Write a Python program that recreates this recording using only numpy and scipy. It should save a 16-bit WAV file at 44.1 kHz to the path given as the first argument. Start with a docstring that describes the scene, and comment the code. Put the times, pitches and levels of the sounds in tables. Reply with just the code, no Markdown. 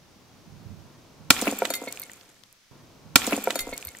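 """Molten metal bursts a glass jar

Outdoors, wind brushes the microphone over a low roar. A jar of molten metal on a plywood sheet bursts
with a crack that overloads the microphone. Heavy pieces thud on the board, shards click and ring, and
splinters patter down, echoing round the yard. The burst plays a second time, with two dull bumps."""
import sys
import numpy as np
from scipy import signal
from scipy.fft import rfft, irfft
from scipy.io import wavfile

SR = 44100
rng = np.random.default_rng(int(sys.argv[2]) if len(sys.argv) > 2 else 0)


def log_audio(samples):
    """Write samples as a 16-bit WAV file to the path given in sys.argv[1]."""
    # one column per channel
    frames = np.atleast_2d(samples).T
    # limit to full scale, then quantise
    limited = np.clip(frames, -1, 1)
    pcm = np.round(limited * 32767).astype(np.int16)
    wavfile.write(sys.argv[1], SR, pcm)


N = 176400
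TIME = np.arange(N) / SR
HIT_TIME = np.arange(int(.3 * SR)) / SR  # time axis of a single hit [s]
LEFT_RIGHT = np.array([[1], [-1]])
BURST_S, GLASS_CORRELATION = 1.3048, 0.25


def amp(db):
    """Decibels to gain."""
    return 10 ** (np.asarray(db) / 20)


def unit(x):
    """Scales to an rms of one."""
    return x / np.sqrt(np.mean(x ** 2) + 1e-20)


def decay(t, t60):
    """Exponential fade, 60 dB down at t60."""
    return np.exp(-np.log(1000) * t / t60)


def curve_at(points, hz):
    """Reads a curve on a log-frequency axis."""
    freqs, values = np.transpose(points)
    return np.interp(np.log(hz + 1), np.log(freqs + 1), values)


def fader(points):
    """Gain ride through (time [s], level [dB]) points."""
    return amp(np.interp(TIME, *np.transpose(points)))


def equalise(x, eq):
    """Filters by a (frequency [Hz], level [dB]) curve."""
    hz = np.fft.rfftfreq(x.shape[-1], 1 / SR)
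    return irfft(rfft(x) * amp(curve_at(eq, hz)), x.shape[-1])


def stereo(pair, correlation):
    """Blends two unrelated signals into left and right."""
    mid = np.sqrt((1 + correlation) / 2) * pair[0]
    side = np.sqrt((1 - correlation) / 2) * pair[1]
    return np.array([mid + side, mid - side])


def noise(eq, correlation, size=N):
    """Shaped stereo noise at an rms of one."""
    return unit(equalise(stereo(rng.standard_normal((2, size)), correlation), eq))


def add(mix, start_s, sound):
    """Drops a sound into the mix at its cue."""
    part = mix[:, round(start_s * SR):][:, :sound.shape[1]]
    part += sound[:, :part.shape[1]]


def swells(cues, edge_s=0.013):
    """Soft-edged blocks of gain from (start [s], end [s], level [dB]) cues."""
    return sum(amp(db) * np.clip(np.minimum(TIME - start, end - TIME) / edge_s + .5, 0, 1)
               for start, end, db in cues)


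def ring(modes, spread=0):
    """Decaying modes, detuned by up to the fraction `spread`; high ones sit wider in stereo."""
    out = np.zeros((2, len(HIT_TIME)))
    for hz, db, t60 in modes:
        phase, detune, side = rng.uniform(-1, 1, 3)
        angle = np.pi * phase + LEFT_RIGHT * np.sign(side) * min(hz / 4000, np.pi / 4)
        tone = np.sin(2 * np.pi * hz * (1 + spread * detune) * HIT_TIME + angle)
        out += amp(db) * decay(HIT_TIME, t60) * tone
    return out


def struck(modes, centre_hz):
    """A blow favours the modes near its centre: the rest lose 5 dB per squared octave."""
    return [(hz, db - 5 * np.log2(hz / centre_hz) ** 2, t60) for hz, db, t60 in modes]


def chatter(depth=0.37, cutoff_hz=356, t60=0.19):
    """Gain flutter of glass that rattles on the board, then settles."""
    flutter = signal.lfilter(*signal.butter(2, cutoff_hz, fs=SR), rng.standard_normal(len(HIT_TIME)))
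    return 1 + depth * unit(flutter) * decay(HIT_TIME, t60)


# EQ of the roar and of the hiss (frequency [Hz], level [dB])
ROAR_EQ = [(20, -13.5), (120, 4.5), (250, 1), (500, -5), (1000, -9), (2000, -21), (5000, -23),
           (9000, -31.5)]
HISS_EQ = [(30, 5), (300, -15), (1500, 0), (4000, -1), (6200, -0.5), (7600, -9.5), (15000, -15)]
# Fader ride of the roar (time [s], level [dB])
ROAR_RIDE = [(0, -57), (.6, -52.5), (1.3, -53), (1.9, -58), (2.2, -61), (2.45, -65), (2.62, -72),
             (2.71, -71.5)]


def outdoor_bed(hiss_db=-61):
    """A low roar swells and sinks under faint, steady hiss."""
    roar = noise(ROAR_EQ, correlation=0.69) * fader(ROAR_RIDE)
    return roar + amp(hiss_db) * noise(HISS_EQ, correlation=0.26)


# EQ of the wind rumble (frequency [Hz], level [dB])
WIND_EQ = [(20, -13), (55, -12.5), (95, 5.5), (190, -2.5), (280, -20.5), (2000, -56)]
# Gust cues (start [s], end [s], level [dB])
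GUSTS = [(.47, .87, -45), (.66, .75, -42), (1.2, 1.31, -45.5)]


def wind(left_db=-19):
    """Gusts catch mostly the right side of the microphone."""
    return noise(WIND_EQ, correlation=.5) * swells(GUSTS) * amp([[left_db], [0]])


# EQ of the bright snap, the longer crack and the splinter shower (frequency [Hz], level [dB])
SNAP_EQ = [(150, -27.5), (3000, -4), (15000, 5)]
CRACK_EQ = [(30, -20.5), (150, -20), (260, -4.5), (600, -3.5), (1800, -2), (4500, -1), (8000, -6),
            (15000, -31)]
SHOWER_EQ = [(600, -19.5), (4300, -0.5), (8500, -0.5), (15000, -19)]
# Body of the jar and the board under it (frequency [Hz], level [dB], t60 [s])
JAR_MODES = [(279.5, -10, .04), (922, -13, 0.027), (1392, -5.5, 0.029), (2365, -2, .024), (2893, -18, .025),
             (3570, -14, 0.0096), (4150, -8, 0.022)]


def burst(fizz_lead_s=0.002):
    """A brief bright fizz leads into the snap, crack, shower and ring of the bursting jar."""
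    def noise_hit(eq, db, t60, correlation):
        return amp(db) * noise(eq, correlation, len(HIT_TIME)) * decay(HIT_TIME, t60)

    fizz_eq = [(300, -20), (2000, -10), (5000, 5.5), (15000, -9)]
    fizz = noise_hit(fizz_eq, db=-21, t60=0.037, correlation=0.22)
    snap = noise_hit(SNAP_EQ, db=4.5, t60=0.0078, correlation=1)
    crack = noise_hit(CRACK_EQ, db=2, t60=0.023, correlation=0)
    shower = noise_hit(SHOWER_EQ, db=-21, t60=0.18, correlation=GLASS_CORRELATION) * chatter()
    out = np.zeros((2, N))
    add(out, BURST_S - fizz_lead_s, fizz)
    add(out, BURST_S, snap + crack + shower + amp(1) * ring(JAR_MODES))
    return out


# EQ of the spray (frequency [Hz], level [dB])
SPRAY_EQ = [(100, -19), (250, 6.5), (600, 0.5), (2400, -0.5), (4500, -5), (8500, -4), (10000, -7),
            (15000, -9.5)]
# Fader ride of the spray (time [s], level [dB])
SPRAY_RIDE = [(1.308, -24.5), (1.335, -38), (1.49, -32.5), (1.55, -45), (1.73, -40.5), (1.80, -53.5),
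              (1.96, -49), (2.07, -55.5), (2.3, -60), (2.6, -80)]


def spray(sizes=56, hits_per_s=7000, spread_db=5):
    """Thousands of fine splinters and metal droplets land, each size with its own short ping."""
    out, t = np.zeros((2, N)), HIT_TIME[:len(HIT_TIME) // 20]
    for hz in np.linspace(np.sqrt(250), np.sqrt(15000), sizes) ** 2:
        landings = rng.integers(0, N, round(hits_per_s / sizes * N / SR))
        gains = amp(spread_db * np.minimum(rng.exponential(1, len(landings)), 4))
        hits = np.bincount(landings, gains, N)
        angle = LEFT_RIGHT * rng.choice([-1, 1]) * min(hz / 5000, np.pi / 4)
        fade = np.exp(-t * np.sqrt(hz * 3000) / 4)  # 4 cycles long at 3 kHz, more cycles higher up
        ping = np.sin(2 * np.pi * hz * t + angle) * fade
        out += hz ** .25 * unit(signal.oaconvolve(hits[None], ping, axes=1)[:, :N])
    return unit(equalise(out, SPRAY_EQ)) * fader(SPRAY_RIDE) * (TIME > BURST_S)


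# Reverb time of the yard (frequency [Hz], t60 [s])
YARD_T60 = [(150, 1), (4000, 2.19), (14000, 1.84)]
# EQ of the reverb return (frequency [Hz], level [dB])
YARD_EQ = [(100, -12), (300, -12.5), (1500, -18), (5000, -22), (8500, -21), (14000, -23.5)]


def yard_echo(x, predelay_s=0.0023, length_s=.9):
    """Scattered echoes from walls and ground, each band dying at its own speed."""
    taps = stereo(rng.standard_normal((2, SR)) * (rng.random((2, SR)) < .1), correlation=0.71)
    hz, t, bands = signal.stft(taps, SR, nperseg=256)
    bands *= decay(t, curve_at(YARD_T60, hz)[:, None])
    tail = signal.istft(bands, SR, nperseg=256)[1][:, :SR]
    gate = np.clip(TIME[:SR] / predelay_s - 1, 0, 1) * (TIME[:SR] < length_s)
    tail = equalise(tail / np.linalg.norm(tail[0]), YARD_EQ) * gate
    return signal.fftconvolve(x, tail, axes=1)[:, :N]


# Shard palette, by name: (t60 at 2 kHz [s], modes as (frequency [Hz], level [dB]))
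SHARDS = { "base": (0.25, [(2083, -5), (3714, -6), (4425, -5.5), (6960, -3), (7180, -8), (8403, -9),
          (11240, 1), (11680, -5), (13860, 1)]), "wall": (0.092, [(2175, 1.5), (3714, -12), (4330, -5),
          (11300, -8), (13850, -6)]), "rim": (.13, [(1345, -1), (2514, -4), (2988, -11), (6620, -5),
          (7725, -1), (14590, 3)]), "chip": (0.073, [(7500, -1), (12300, 3)]),
          "sliver": (0.099, [(4400, -8), (8170, -8.5), (11350, -6), (13930, 3)]),
          "crumb": (0.027, [(6960, -0.5), (7950, -2), (9000, -5.5), (12000, -4.5)])}


def shard_modes(shard, damping_power=0.91):
    """The notes of one shard; higher ones die sooner."""
    t60, modes = SHARDS[shard]
    return [(hz, db, t60 * (2000 / hz) ** damping_power) for hz, db in modes]


# Fader ride of the tinkle (time [s], level [dB])
TINKLE_RIDE = [(1.4, -35.5), (1.96, -36), (2.2, -45), (2.6, -63)]


def tinkle(sizes=16, hits_per_s=110):
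    """Crumbs of glass of many sizes land at random and ping softly."""
    out = np.zeros((2, N))
    for _ in range(sizes):
        hits = (rng.random(N) < hits_per_s / sizes / SR) * rng.random(N)
        ping = ring(shard_modes("crumb"), spread=0.12)
        out += signal.oaconvolve(hits[None], ping, axes=1)[:, :N]
    return out * fader(TINKLE_RIDE) * (TIME > BURST_S)


# Click cues (time [s], level [dB], centre [Hz], half-width [octaves], t60 [s])
CLICKS = [(1.3652, -29, 1960, 0.91, 0.058), (1.391, -30.5, 2460, 1.4, 0.048), (1.42, -25, 4950, 1.9, 0.035),
          (1.456, -34, 3000, 2.3, 0.026), (1.472, -20, 1860, .7, 0.01), (1.4776, -14.5, 2380, 0.14, 0.018),
          (1.653, -19.5, 1980, 1.25, 0.024), (1.703, -27.5, 5000, 1.8, 0.036),
          (1.738, -21.5, 2800, 2.3, 0.039), (1.752, -34, 8550, 0.6, 0.083),
          (1.9248, -24, 6500, 1.5, 0.0073), (1.9736, -28.5, 2340, 0.26, 0.0069),
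          (2.036, -30, 7600, 0.82, 0.0065), (2.097, -32, 1470, 0.72, 0.011),
          (2.211, -44.5, 3800, 0.8, 0.016), (2.4366, -38.5, 2800, 1.4, 0.0057),
          (2.5272, -40.5, 10500, .8, 0.0055)]


def clicks(pan_db=4):
    """Glass strikes wood, brick and other glass: short bands of noise, panned at random."""
    out, hz = np.zeros((2, N)), np.fft.rfftfreq(len(HIT_TIME), 1 / SR)
    for start_s, db, centre_hz, octaves, t60 in CLICKS:
        band = 1 / (1 + (np.log2((hz + 1) / centre_hz) / octaves) ** 4)
        fade = decay(HIT_TIME, t60)
        white = stereo(rng.standard_normal((2, len(HIT_TIME))), GLASS_CORRELATION)
        click = irfft(rfft(white) * band, len(HIT_TIME)) * fade
        gains = amp(db + pan_db * rng.uniform(-1, 1) * LEFT_RIGHT)
        add(out, start_s, gains * unit(click) * np.sqrt(np.mean(fade ** 2)))
    return out


# Clink cues (time [s], shard name, level [dB], centre [Hz])
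CLINKS = [(1.4148, "crumb", -17.5, 8500), (1.5132, "crumb", -19, 8000), (1.5878, "chip", -22, 10000),
          (1.653, "rim", -26.5, 5500), (1.7037, "base", -27.5, 6600), (1.7362, "base", -33, 9500),
          (1.7395, "base", -27, 3000), (1.752, "base", -31, 9500), (1.763, "base", -34.5, 9500),
          (1.876, "wall", -29, 3030), (1.8868, "wall", -31.5, 8800), (1.926, "crumb", -25, 7000),
          (1.9976, "sliver", -27.5, 12100), (2.0185, "sliver", -26.5, 11000), (2.0295, "wall", -33.5, 4600),
          (2.117, "crumb", -33, 6000), (2.1343, "crumb", -32.5, 11100)]


def clinks():
    """Shards land, bounce and ring with their own notes, roughened by their rattle."""
    out = np.zeros((2, N))
    for start_s, shard, db, centre_hz in CLINKS:
        add(out, start_s, amp(db) * ring(struck(shard_modes(shard), centre_hz)) * chatter())
    return out


# Body of the plywood (frequency [Hz], level [dB], t60 [s])
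BOARD_MODES = [(212.5, -5, .08), (284, -3, 0.062), (422, -9, 0.047), (515.6, -2, 0.048), (700, -2.5, 0.042),
               (952, -7, 0.05), (1360, -1, 0.033), (2320, 11.5, 0.017)]
# Thud cues (time [s], level [dB], centre [Hz])
THUDS = [(1.4211, -17, 372), (1.4706, -17, 570), (1.4755, -12.5, 234), (1.49, -26.5, 503),
         (1.5248, -19.5, 343), (1.6204, -13.5, 594), (1.624, -23, 303), (1.649, -24, 750),
         (1.7038, -21, 620), (1.8179, -27.5, 422), (1.8362, -32.5, 516), (1.872, -26.5, 474)]


def thuds(attack_s=0.0006, low_cut_hz=205):
    """Heavy pieces knock the plywood, which radiates little deep bass."""
    out = np.zeros((2, N))
    attack = np.minimum(HIT_TIME / attack_s, 1)
    for start_s, db, centre_hz in THUDS:
        add(out, start_s, amp(db) * attack * ring(struck(BOARD_MODES, centre_hz), spread=0.022))
    return signal.sosfilt(signal.butter(4, low_cut_hz, "high", fs=SR, output="sos"), out)


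# Bump cues (start [s], end [s], level [dB])
BUMPS = [(3.60, 3.76, -48), (3.855, 3.90, -49.5)]
# EQ of the bumps (frequency [Hz], level [dB])
BUMP_EQ = [(35, 9), (70, 11.5), (130, -9), (1000, -74)]


def handling_bumps():
    """Dull mono bumps as the microphone is swung away."""
    return noise(BUMP_EQ, correlation=1) * swells(BUMPS)


def narrow_bass(x, mono_below_hz=1290):
    """The two sides of the microphone are close together, so lows reach both alike."""
    mid = x.mean(0)
    side = signal.lfilter(*signal.butter(1, mono_below_hz, "high", fs=SR), (x[0] - x[1]) / 2)
    return np.array([mid + side, mid - side])


def scene(repeat_from_s=2.712, repeat_delay_s=1.85283):
    """The burst and its clatter in the open air, then the same stretch again under the bumps."""
    hits = burst() + thuds() + clicks() + clinks() + tinkle()
    bumps = handling_bumps()
    once = wind() + outdoor_bed() + narrow_bass(hits + yard_echo(hits) + spray())
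    again = np.roll(once, round(repeat_delay_s * SR), axis=1)
    return np.where(TIME < repeat_from_s, once, again) + bumps


def record(dry, high_cut_hz=15800):
    """The crack overloads at full scale; a steep low-pass then trims the top end."""
    low_pass = signal.firwin(255, high_cut_hz, window=("kaiser", 8), fs=SR)
    return signal.oaconvolve(np.clip(dry, -1, 1), low_pass[None], "same")


dry = scene()
out = record(dry)
log_audio(out)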